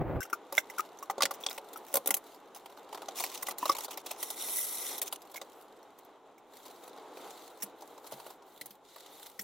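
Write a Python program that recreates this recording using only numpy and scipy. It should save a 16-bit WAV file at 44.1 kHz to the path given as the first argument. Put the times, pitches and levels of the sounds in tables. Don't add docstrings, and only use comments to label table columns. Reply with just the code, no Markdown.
import sys
import numpy as np
from scipy import signal
from scipy.fft import rfft, irfft, next_fast_len
from scipy.io import wavfile
from scipy.ndimage import uniform_filter1d, map_coordinates

SR = 44100
rng = np.random.default_rng(int(sys.argv[2]) if len(sys.argv) > 2 else 0)


def wav_record(signal):
    frames = np.transpose(np.atleast_2d(signal))
    bounded = np.clip(frames, -1, 1)
    quanta = np.round(bounded * 32767).astype(np.int16)
    wavfile.write(sys.argv[1], SR, quanta)


N = 415863
AGE_S = np.arange(SR // 5) / SR

# pitch_hz, level_db, t60_s
WALL_MODES = [(134.5, -9.5, 0.22), (200, -6.5, .16), (288, -2.5, 0.077), (410, -2.5, 0.04),
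              (480, -2.5, 0.033), (554, -2.5, 0.1), (634, -1, 0.049), (779, 3, 0.042), (897, -3.5, 0.063),
              (1046, 1, 0.058), (1148, 8, 0.032), (1423, 5, 0.046), (2014, 8.5, 0.028)]
# freq_hz, density_db
RIM_SPECTRUM = [(700, -40.5), (1500, -8), (2200, 2.5), (2700, -1.5), (3800, 5), (5500, 0), (8000, -5),
                (16000, -45)]
# freq_hz, density_db
CRACK_SPECTRUM = [(2500, -38.5), (6000, -3), (8000, -0.5), (11500, 4.5), (15500, 2.5)]
# freq_hz, density_db
CLICK_SPECTRUM = [(500, -10.5), (2000, 5.5), (3400, 1.5), (4500, -5), (5600, 5.5), (7000, 3), (9000, -2),
                  (12500, 2.5), (16000, 6.5)]
# start_s, wall_db, centre_hz, rim_db, crack_db
BUCKET_KNOCKS = [(0.524, -34, 640, -42, -37), (.578, -32, 856, -54, -39), (1.098, -26.5, 880, -42, -51),
                 (1.18, -31.5, 523, -44, -54), (1.206, -26, 1140, -35, -40),
                 (1.221, -26.5, 915, -21, -27.5), (1.231, -30, 450, -21, -31), (1.2535, -32, 905, -25, -31),
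                 (1.309, -32, 825, -40, -34.5), (1.463, -36, 726, -26.5, -44),
                 (1.509, -42.5, 805, -39, -42), (1.578, -38.5, 676, -38.5, -40.5),
                 (1.94, -27.5, 560, -36, -22.5), (1.955, -29.5, 496, -36.5, -21),
                 (1.969, -28, 490, -34, -23), (2.059, -37, 447, -40.5, -31.5),
                 (2.073, -36, 520, -36.5, -21.5), (2.088, -36, 427, -43, -36), (2.106, -31, 752, -35, -22),
                 (2.141, -42, 780, -36, -19.5), (2.167, -48, 905, -47, -30), (3.084, -34.5, 670, -38, -47),
                 (3.238, -34.5, 814, -31.5, -29), (3.428, -38.5, 970, -46, -29.5),
                 (3.485, -32, 810, -47, -31), (3.693, -28.5, 780, -35, -40), (5.016, -46, 613, -35.5, -26),
                 (5.414, -40, 930, -41, -46.5), (7.63, -43, 215, -48, -30), (8.122, -37.5, 544, -51, -40.5),
                 (8.13, -47, 130, -48, -58), (8.264, -43, 603, -50, -47), (8.611, -52, 201, -42, -38.5),
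                 (8.658, -54.5, 592, -57, -39), (8.706, -54, 190, -52.5, -48.5),
                 (9.394, -45.5, 238, -46, -44), (9.411, -61, 261, -63, -38)]


def bucket_knocks():
    usual_t60_s, usual_rim_db, halving_db = 0.038, -37.5, 36.5
    out = np.zeros((2, N))
    for start_s, wall_db, centre_hz, rim_db, crack_db in BUCKET_KNOCKS:
        modes = [(hz, db - 11 * abs(np.log2(hz / centre_hz)) ** 1.2, t60) for hz, db, t60 in WALL_MODES]
        wall = amp(wall_db - 2.5) * ring(modes, scatter_db=5.5, skew_rad=1.0)
        t60_s = usual_t60_s * 2 ** ((usual_rim_db - rim_db) / halving_db)
        crack = burst(CRACK_SPECTRUM, t60_s)
        impact = amp(-10.5) * burst(CLICK_SPECTRUM, t60_s=0.009, rise_s=0.0003)
        rim = amp(rim_db - 4) * burst(RIM_SPECTRUM, t60_s)
        add(out, start_s, wall + rim + amp(crack_db - 2.5) * (crack + impact))
    return out


# pitch_ratio, level_db, t60_share
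PART_MODES = [(1, 5, 0.79), (0.3, -10, 0.65), (1.1, -9, 1), (0.75, -7.5, 0.5), (1.8, -16, 0.76)]
# pitch_hz, level_db
WIRE_MODES = [(2750, -4.5), (5450, 2), (5750, 4.5), (6350, -2), (7450, -2.5), (8400, -5), (9300, -7),
              (11150, -1), (11760, 0.5), (12750, -1.5), (14700, -7)]
# pitch_hz, left_minus_right_db
RING_PAN = [(1120, 0), (1280, 4), (1550, 9), (1950, 3), (2080, -6.5), (3400, 1), (4200, 2), (5200, -11)]
# start_s, click_db, pitch_hz, ring_db
GEAR_CLACKS = [(.205, -34, 1505, -35.5), (.217, -40, 1530, -34), (.228, -31.5, 2090, -39),
               (.252, -44, 1380, -45), (.298, -44.5, 1400, -50), (0.329, -31, 1380, -22.5),
               (0.33, -40, 1207, -25.5), (.579, -22.5, 2080, -14), (.58, -31, 3510, -23.5),
               (.581, -43, 1570, -27), (.699, -39.5, 2050, -38), (0.781, -39, 1385, -30),
               (.794, -40, 1277, -20.5), (.988, -49, 6300, -49.5), (1.026, -39.5, 1120, -32.5),
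               (1.099, -35.5, 1230, -31), (1.437, -40.5, 3400, -33), (1.465, -47, 3350, -27.5),
               (1.487, -50, 3430, -32), (1.759, -44, 1294, -36.5), (2.1054, -23, 2050, -28),
               (3.628, -37, 985, -21.5), (3.655, -29.5, 1115, -28), (3.695, -27, 1145, -12),
               (3.696, -50, 5180, -28.5), (3.717, -41, 5180, -35.5), (4.585, -58, 2010, -37),
               (5.359, -44, 2170, -40), (5.377, -51, 2200, -39.5), (5.828, -56, 4230, -62),
               (6.38, -55, 2200, -59), (7.622, -28, 1922, -45), (8.613, -44, 1990, -40),
               (9.392, -30.5, 1930, -37)]


def gear_clacks():
    t60_cycles, wire_t60_s = 68, 0.05
    wire_modes = [(hz, db, wire_t60_s) for hz, db in WIRE_MODES]
    out = np.zeros((2, N))
    for start_s, click_db, pitch_hz, ring_db in GEAR_CLACKS:
        modes = [(pitch_hz * ratio, db, t60_cycles / pitch_hz * share) for ratio, db, share in PART_MODES]
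        pan_db = along(RING_PAN, pitch_hz)
        tone = ring(modes, scatter_db=0.5, skew_rad=0.86) * amp([[pan_db / 2], [-pan_db / 2]])
        click = amp(-6) * burst(CLICK_SPECTRUM, t60_s=0.059)
        wire = amp(-12) * ring(wire_modes, scatter_db=5, skew_rad=1.0)
        add(out, start_s, amp(ring_db - 7) * tone + amp(click_db) * (click + wire))
    return out


# start_s, length_s, level_db
SLIDES = [(0.535, .043, -42), (0.569, 0.014, -36), (0.583, 0.033, -45.5), (0.781, 0.032, -33.5),
          (1.095, .026, -41.5), (1.231, 0.028, -40), (1.332, 0.029, -41.5), (1.397, .05, -51),
          (1.476, .11, -45), (1.857, .09, -48.5), (1.945, .04, -42), (2.544, 0.048, -51),
          (3.423, 0.011, -34.5), (5.356, 0.033, -41.5), (6.813, .068, -58), (7.598, 0.04, -48)]


def scuffs():
    out = np.zeros((2, N))
    slips = grains(per_s=560, spread_db=7, life_s=0.001, bed=0.3)
    for start_s, length_s, level_db in SLIDES:
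        size = round(length_s * SR)
        scrape = noise(CLICK_SPECTRUM, size, slips[round(start_s * SR):][:size])
        add(out, start_s, amp(level_db) * scrape * signal.windows.tukey(size, 0.5))
    return out


# freq_hz, density_db
FLAP_SPECTRUM = [(80, -46.5), (200, -33), (450, 6.5), (950, 13), (1400, -1), (2500, -38.5)]
# start_s, flap_db, crinkle_db
SNAPS_AND_KNOCKS = [(1.7305, -52, -44.5), (1.772, -70, -42), (2.266, -60, -54), (2.547, -52, -45.5),
                    (2.561, -44, -52), (2.658, -42, -49.5), (2.773, -44, -60), (2.927, -34.5, -50.5),
                    (2.946, -35, -46.5), (2.974, -40, -53), (3.0185, -37, -51), (3.203, -32, -32.5),
                    (3.5125, -40, -41), (3.5826, -49, -34), (3.655, -28, -35.5), (3.749, -37, -36.5),
                    (3.784, -35, -37), (3.845, -40, -35), (3.881, -37, -52), (3.909, -45, -42),
                    (3.973, -37.5, -37), (4.06, -43, -41), (4.11, -35.5, -33.5), (4.2275, -40, -29),
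                    (4.302, -40, -31.5), (4.484, -42.5, -37), (4.98, -47, -34), (5.024, -46, -29.5),
                    (5.125, -36.5, -31.5), (5.218, -51, -51), (5.314, -71, -50), (5.342, -41.5, -45),
                    (5.986, -63, -52.5), (6.047, -73, -58.5), (6.657, -46.5, -52.5), (6.877, -46.5, -52.5),
                    (7.171, -40.5, -56), (7.821, -43, -55), (7.977, -43.5, -61), (8.043, -43, -61),
                    (8.199, -45, -50), (8.3035, -44, -58), (8.422, -50, -69), (8.96, -45, -51.5)]


def snaps(rows):
    out = np.zeros((2, N))
    for start_s, flap_db, crinkle_db in rows:
        flap = amp(flap_db - 5) * burst(FLAP_SPECTRUM, t60_s=0.053, rise_s=0.0022)
        tick = amp((flap_db + crinkle_db) / 2 - 6.5) * burst(RIM_SPECTRUM, t60_s=0.054, rise_s=0.0006)
        crinkle = amp(crinkle_db - 1.5) * burst(CRACK_SPECTRUM, t60_s=0.032, rise_s=0.0046)
        add(out, start_s, flap + tick + crinkle)
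    return out


def small_folds(rubbing):
    tries_per_s, scatter_db, threshold_db = 6.2, 2.5, -75
    when, size = rng.random((int(tries_per_s * N / SR), 2)).T
    rub_db, hiss_db = 20 * np.log10(rubbing[:, (when * N).astype(int)]) + scatter_db * (2 * size - 1)
    flap_db, crinkle_db = rub_db + 11.5, hiss_db + 8
    folds = np.transpose([when * N / SR, flap_db, crinkle_db])
    return snaps(folds[rub_db > threshold_db])


# freq_hz, density_db
POUR_SPECTRUM = [(900, -31.5), (1200, -8.5), (1750, -21.5), (2000, -3.5), (2200, -10.5), (2710, -15),
                 (3740, -3.5), (4910, -14), (5650, -2), (6300, -7.5), (7820, -6.5), (11200, -0.5),
                 (13300, -5.5), (15200, -8.5)]
# time_s, rush_db, hiss_db
POUR_FLOW = [(4.17, -66, -66), (4.2, -53.5, -47), (4.35, -56.5, -51), (4.4, -45.5, -43), (4.5, -51.5, -41),
             (4.57, -46.5, -33), (4.67, -50, -39.5), (4.9, -45.5, -42.5), (5.0, -53.5, -53)]


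def feed_pour():
    pellets = grains(per_s=1500, spread_db=3.5, life_s=0.004, bed=0.46)
    return amp(2) * friction(gains(POUR_FLOW), POUR_SPECTRUM, pellets, split_hz=7160)


# freq_hz, density_db
SACK_SPECTRUM = [(530, -20), (900, -2.5), (1200, -3), (1650, -18), (2020, -8.5), (2500, -6), (3750, -3),
                 (4800, -8.5), (5650, -2.5), (6800, -2.5), (8500, -4), (11200, -5.5), (13300, -4),
                 (16000, -3.5)]
# start_s, length_s, flap_db, crinkle_db
SACK_GRIPS = [(3.17, 0.095, -45, -39.5), (3.27, .15, -51.5, -49), (3.47, 0.041, -43.5, -42),
              (3.6, 0.14, -48, -45.5), (3.77, 0.091, -48.5, -43), (3.91, 0.035, -46.5, -46),
              (3.96, 0.057, -63.5, -62), (4.065, 0.068, -50.5, -49), (4.14, 0.067, -60.5, -62),
              (5.05, 0.039, -51, -45), (5.125, 0.038, -56.5, -50)]


def sack_crumple():
    grips = strokes(SACK_GRIPS, rise_s=0.0091, fall_s=0.0034)
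    creases = grains(per_s=500, spread_db=6.5, life_s=0.0051, bed=0.18)
    return friction(grips, SACK_SPECTRUM, creases, split_hz=6100)


# freq_hz, density_db
RASP_SPECTRUM = [(900, -30), (1500, -4), (1700, -12), (2040, -2), (2500, -9), (3200, -2), (3900, 3),
                 (5100, -7), (7200, -4), (8900, -8), (12000, -5), (14900, -5), (16000, -11)]
# start_s, length_s, rub_db, hiss_db
SCOOP_DIGS = [(6.54, 0.34, -63, -64.5), (6.9, .27, -65.5, -74), (7.17, .3, -57, -61.5),
              (7.48, 0.21, -65.5, -68), (7.79, .2, -66, -66.5), (8.05, 0.27, -61, -59.5),
              (8.48, 0.25, -67, -64.5), (8.89, 0.3, -59, -67), (9.13, 0.15, -58, -57),
              (9.32, 0.13, -66.5, -65)]


def scoop_rasp(digs):
    pellets = grains(per_s=220, spread_db=7, life_s=0.0045, bed=1.0)
    return friction(digs, RASP_SPECTRUM, pellets, split_hz=10000)


# freq_hz, density_db
COAT_SPECTRUM = [(880, -35), (1500, -1), (1670, -23.5), (2040, 0), (2490, -13), (2770, -3), (3180, -2),
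                 (3880, 1), (5120, -7.5), (7170, -5.5), (8920, -9), (12900, -6), (13900, -7.5), (14900, -4),
                 (16000, -17)]
# start_s, length_s, rub_db, hiss_db
COAT_RUBS = [(.51, 0.068, -70, -78), (.7, 0.16, -63, -70), (.96, 0.11, -74, -74), (1.39, 0.16, -66, -79),
             (1.67, 0.35, -68, -66.5), (2.26, 0.082, -63, -63.5), (2.56, 0.27, -73, -73),
             (2.92, 0.22, -62.5, -71), (5.18, 0.43, -72.5, -71.5), (5.56, 0.075, -78, -65),
             (5.7, .35, -79.5, -83)]


def coat_rustle(rubs):
    start_s, end_s, rub_db, hiss_db = 0.23, 5.55, -75, -81
    stir = strokes([(start_s, end_s - start_s, rub_db, hiss_db)], fall_s=0.62)
    slips = grains(per_s=670, spread_db=12.5, life_s=0.0039, bed=0.6)
    return friction(rubs + stir, COAT_SPECTRUM, slips, split_hz=8900)


# freq_hz, density_db
GUST_SPECTRUM = [(15, -43), (25, -9), (113, 0), (219, -10.5), (382, -4.5), (436, -12), (498, -6),
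                 (703, -12), (2250, -32.5), (5260, -61), (9410, -65), (14000, -51.5)]
# time_s, level_db
GUST_LEVEL = [(0, -34), (.03, -37.5), (.1, -34), (.13, -30), (.16, -33.5), (.195, -39), (.207, -45),
              (.23, -110)]


def gust():
    return gains(GUST_LEVEL)[0] * amp(3 * wobble(knots_per_s=60)) * noise(GUST_SPECTRUM, N)


# freq_hz, t60_s
SHED_DECAY = [(200, .22), (1500, 0.12), (6000, 0.15), (15000, 0.093)]


def shed_echo(x):
    hz, time_s, frames = signal.stft(rng.standard_normal((2, SR // 2)), SR, nperseg=256)
    decay = amp(-60 * time_s / along(SHED_DECAY, hz)[:, None])
    tail = signal.istft(frames * decay, SR, nperseg=256)[1]
    delayed = np.pad(x, ((0, 0), (SR // 200, 0)))
    return signal.fftconvolve(delayed, tail / np.linalg.norm(tail[0]), axes=1)[:, :N]


# time_s, level_db
WASH_LEVEL = [(0.22, -54.5), (1.06, -53.5), (1.35, -52), (2.58, -55.5), (2.86, -53.5), (3.12, -51),
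              (4.25, -53), (4.73, -53.5), (4.94, -50), (5.15, -55), (6.38, -59), (7.25, -49.5), (7.45, -54),
              (8.22, -55.5), (8.71, -61), (8.91, -63), (9.09, -56), (9.43, -61)]
# freq_hz, density_db
WASH_SPECTRUM = [(24, -84), (40, -61), (156, -20.5), (193, -12.5), (228, -11.5), (281, -2.5), (437, 2),
                 (598, -2.5), (802, 1.5), (1410, -9.5), (1670, -16.5), (2100, -18), (2490, -21),
                 (3800, -20), (4600, -31.5), (7200, -30), (8500, -39), (16000, -48.5)]
# freq_hz, density_db
HUSH_SPECTRUM = [(20, -5.5), (60, -8), (130, -1), (250, 1.5), (1000, -16), (4000, -26.5), (8000, -27),
                 (16000, -27)]


def shed_air():
    wash = gains(WASH_LEVEL)[0] * amp(0.5 + 1.1 * wobble(knots_per_s=25)) * noise(WASH_SPECTRUM, N)
    return wash + amp(-76.5) * noise(HUSH_SPECTRUM, N)


# freq_hz, side_minus_mid_db
STEREO_WIDTH = [(100, -9.5), (380, -12.5), (700, -21.5), (1290, -15), (2380, -12), (4400, -9), (8120, -2.5),
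                (15000, 0)]


def noise(spectrum, size, grain=1):
    white = grain * rng.standard_normal((2, size))
    mid, side = filtered(white, lambda hz: amp(along(spectrum, hz) + [0 * hz, along(STEREO_WIDTH, hz)]))
    return unit(np.array([mid + side, mid - side]))


def ring(modes, scatter_db, skew_rad):
    hz, db, t60_s = np.transpose(modes)[:, :, None]
    size, detune, start, lag = rng.standard_normal((4, len(modes), 1))
    phase = 2 * np.pi * hz * (1 + 0.006 * detune) * AGE_S + np.pi * start
    shift = skew_rad * np.tanh(lag) * hz / (hz + 4000)
    attack = 1 - np.exp(-AGE_S / 0.0011)
    envelope = attack * amp(db + scatter_db * size - 60 * AGE_S / np.maximum(t60_s, 0.004))
    return unit_energy(np.array([(envelope * np.sin(phase + side * shift)).sum(0) for side in (1, -1)]))


def burst(spectrum, t60_s, rise_s=0.0016):
    chatter = amp(2 * np.interp(AGE_S, np.arange(80) / 400, rng.standard_normal(80)))
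    source = patches(noise(spectrum, len(AGE_S)), depth_db=3.5, hold_frames=8)
    envelope = amp(-60 * AGE_S / max(t60_s, 0.004)) * (1 - np.exp(-AGE_S / rise_s))
    return unit_energy(source * chatter * envelope)


def friction(swell, spectrum, grain, split_hz):
    rub = patches(noise(spectrum, N, grain), depth_db=2.5, hold_frames=5)
    low = filtered(rub, lambda hz: 1 / (1 + (hz / split_hz) ** 6))
    return swell[0] * unit(low) + swell[1] * unit(rub - low)


def grains(per_s, spread_db, life_s, bed):
    slips = amp(spread_db * np.minimum(rng.exponential(size=N), 3.5)) * (rng.random(N) < per_s / SR)
    power = signal.fftconvolve(slips ** 2, np.exp(-2 * AGE_S / life_s))[:N]
    return np.sqrt(power / power.mean() + bed)


def patches(x, depth_db, hold_frames):
    frames = signal.stft(x, nperseg=256)[2]
    field = uniform_filter1d(rng.standard_normal(frames.shape[1:]), size=3, axis=0)
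    field = uniform_filter1d(field, size=hold_frames, axis=1)
    return unit(signal.istft(frames * amp(depth_db * unit(field)), nperseg=256)[1][:, :x.shape[1]])


def strokes(rows, rise_s=0.03, fall_s=0.03):
    t = np.arange(N) / SR
    swell = np.zeros((2, N))
    for start_s, length_s, low_db, high_db in rows:
        outside = np.maximum(start_s - t, 0) / rise_s + np.maximum(t - start_s - length_s, 0) / fall_s
        swell = np.maximum(swell, amp([[low_db], [high_db]]) * np.exp(-np.minimum(outside, 20)))
    return swell


def gains(rows):
    time_s, *columns = np.transpose(rows)
    return [amp(np.interp(np.arange(N) / SR, time_s, db, left=-120, right=-120)) for db in columns]


def wobble(knots_per_s):
    knots = rng.standard_normal(int(N * knots_per_s / SR) + 4)
    return map_coordinates(knots, [np.arange(N) * knots_per_s / SR])


def filtered(x, response):
    size = x.shape[-1]
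    padded = next_fast_len(size + 4096)
    return irfft(rfft(x, padded) * response(np.fft.rfftfreq(padded, 1 / SR)), padded)[..., :size]


def along(points, hz):
    freq_hz, values = np.transpose(points)
    return np.interp(np.log(hz + 1), np.log(freq_hz + 1), values)


def add(track, start_s, sound):
    span = track[:, max(round(start_s * SR), 0):][:, :sound.shape[1]]
    span += sound[:, :span.shape[1]]


def amp(db):
    return 10 ** (np.asarray(db) / 20)


def unit(x):
    return x / np.sqrt(np.mean(x ** 2) + 1e-20)


def unit_energy(x):
    return unit(x) * np.sqrt(SR / 100 / x.shape[-1])


def scene():
    rubs, digs = strokes(COAT_RUBS), strokes(SCOOP_DIGS)
    rustle = coat_rustle(rubs) + scoop_rasp(digs) + sack_crumple() + feed_pour()
    air = gust() + shed_air()
    hits = gear_clacks() + bucket_knocks() + scuffs() + snaps(SNAPS_AND_KNOCKS) + small_folds(rubs + digs)
    contacts = filtered(hits, lambda hz: (1j * hz / (100 + 1j * hz)) ** 3)
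    return contacts + amp(-24.5) * shed_echo(contacts) + rustle + air


def record(dry):
    top_hz = 16100
    return filtered(dry, lambda hz: 1 / (1 + (hz / top_hz) ** 90))


dry = scene()
out = record(dry)
wav_record(out)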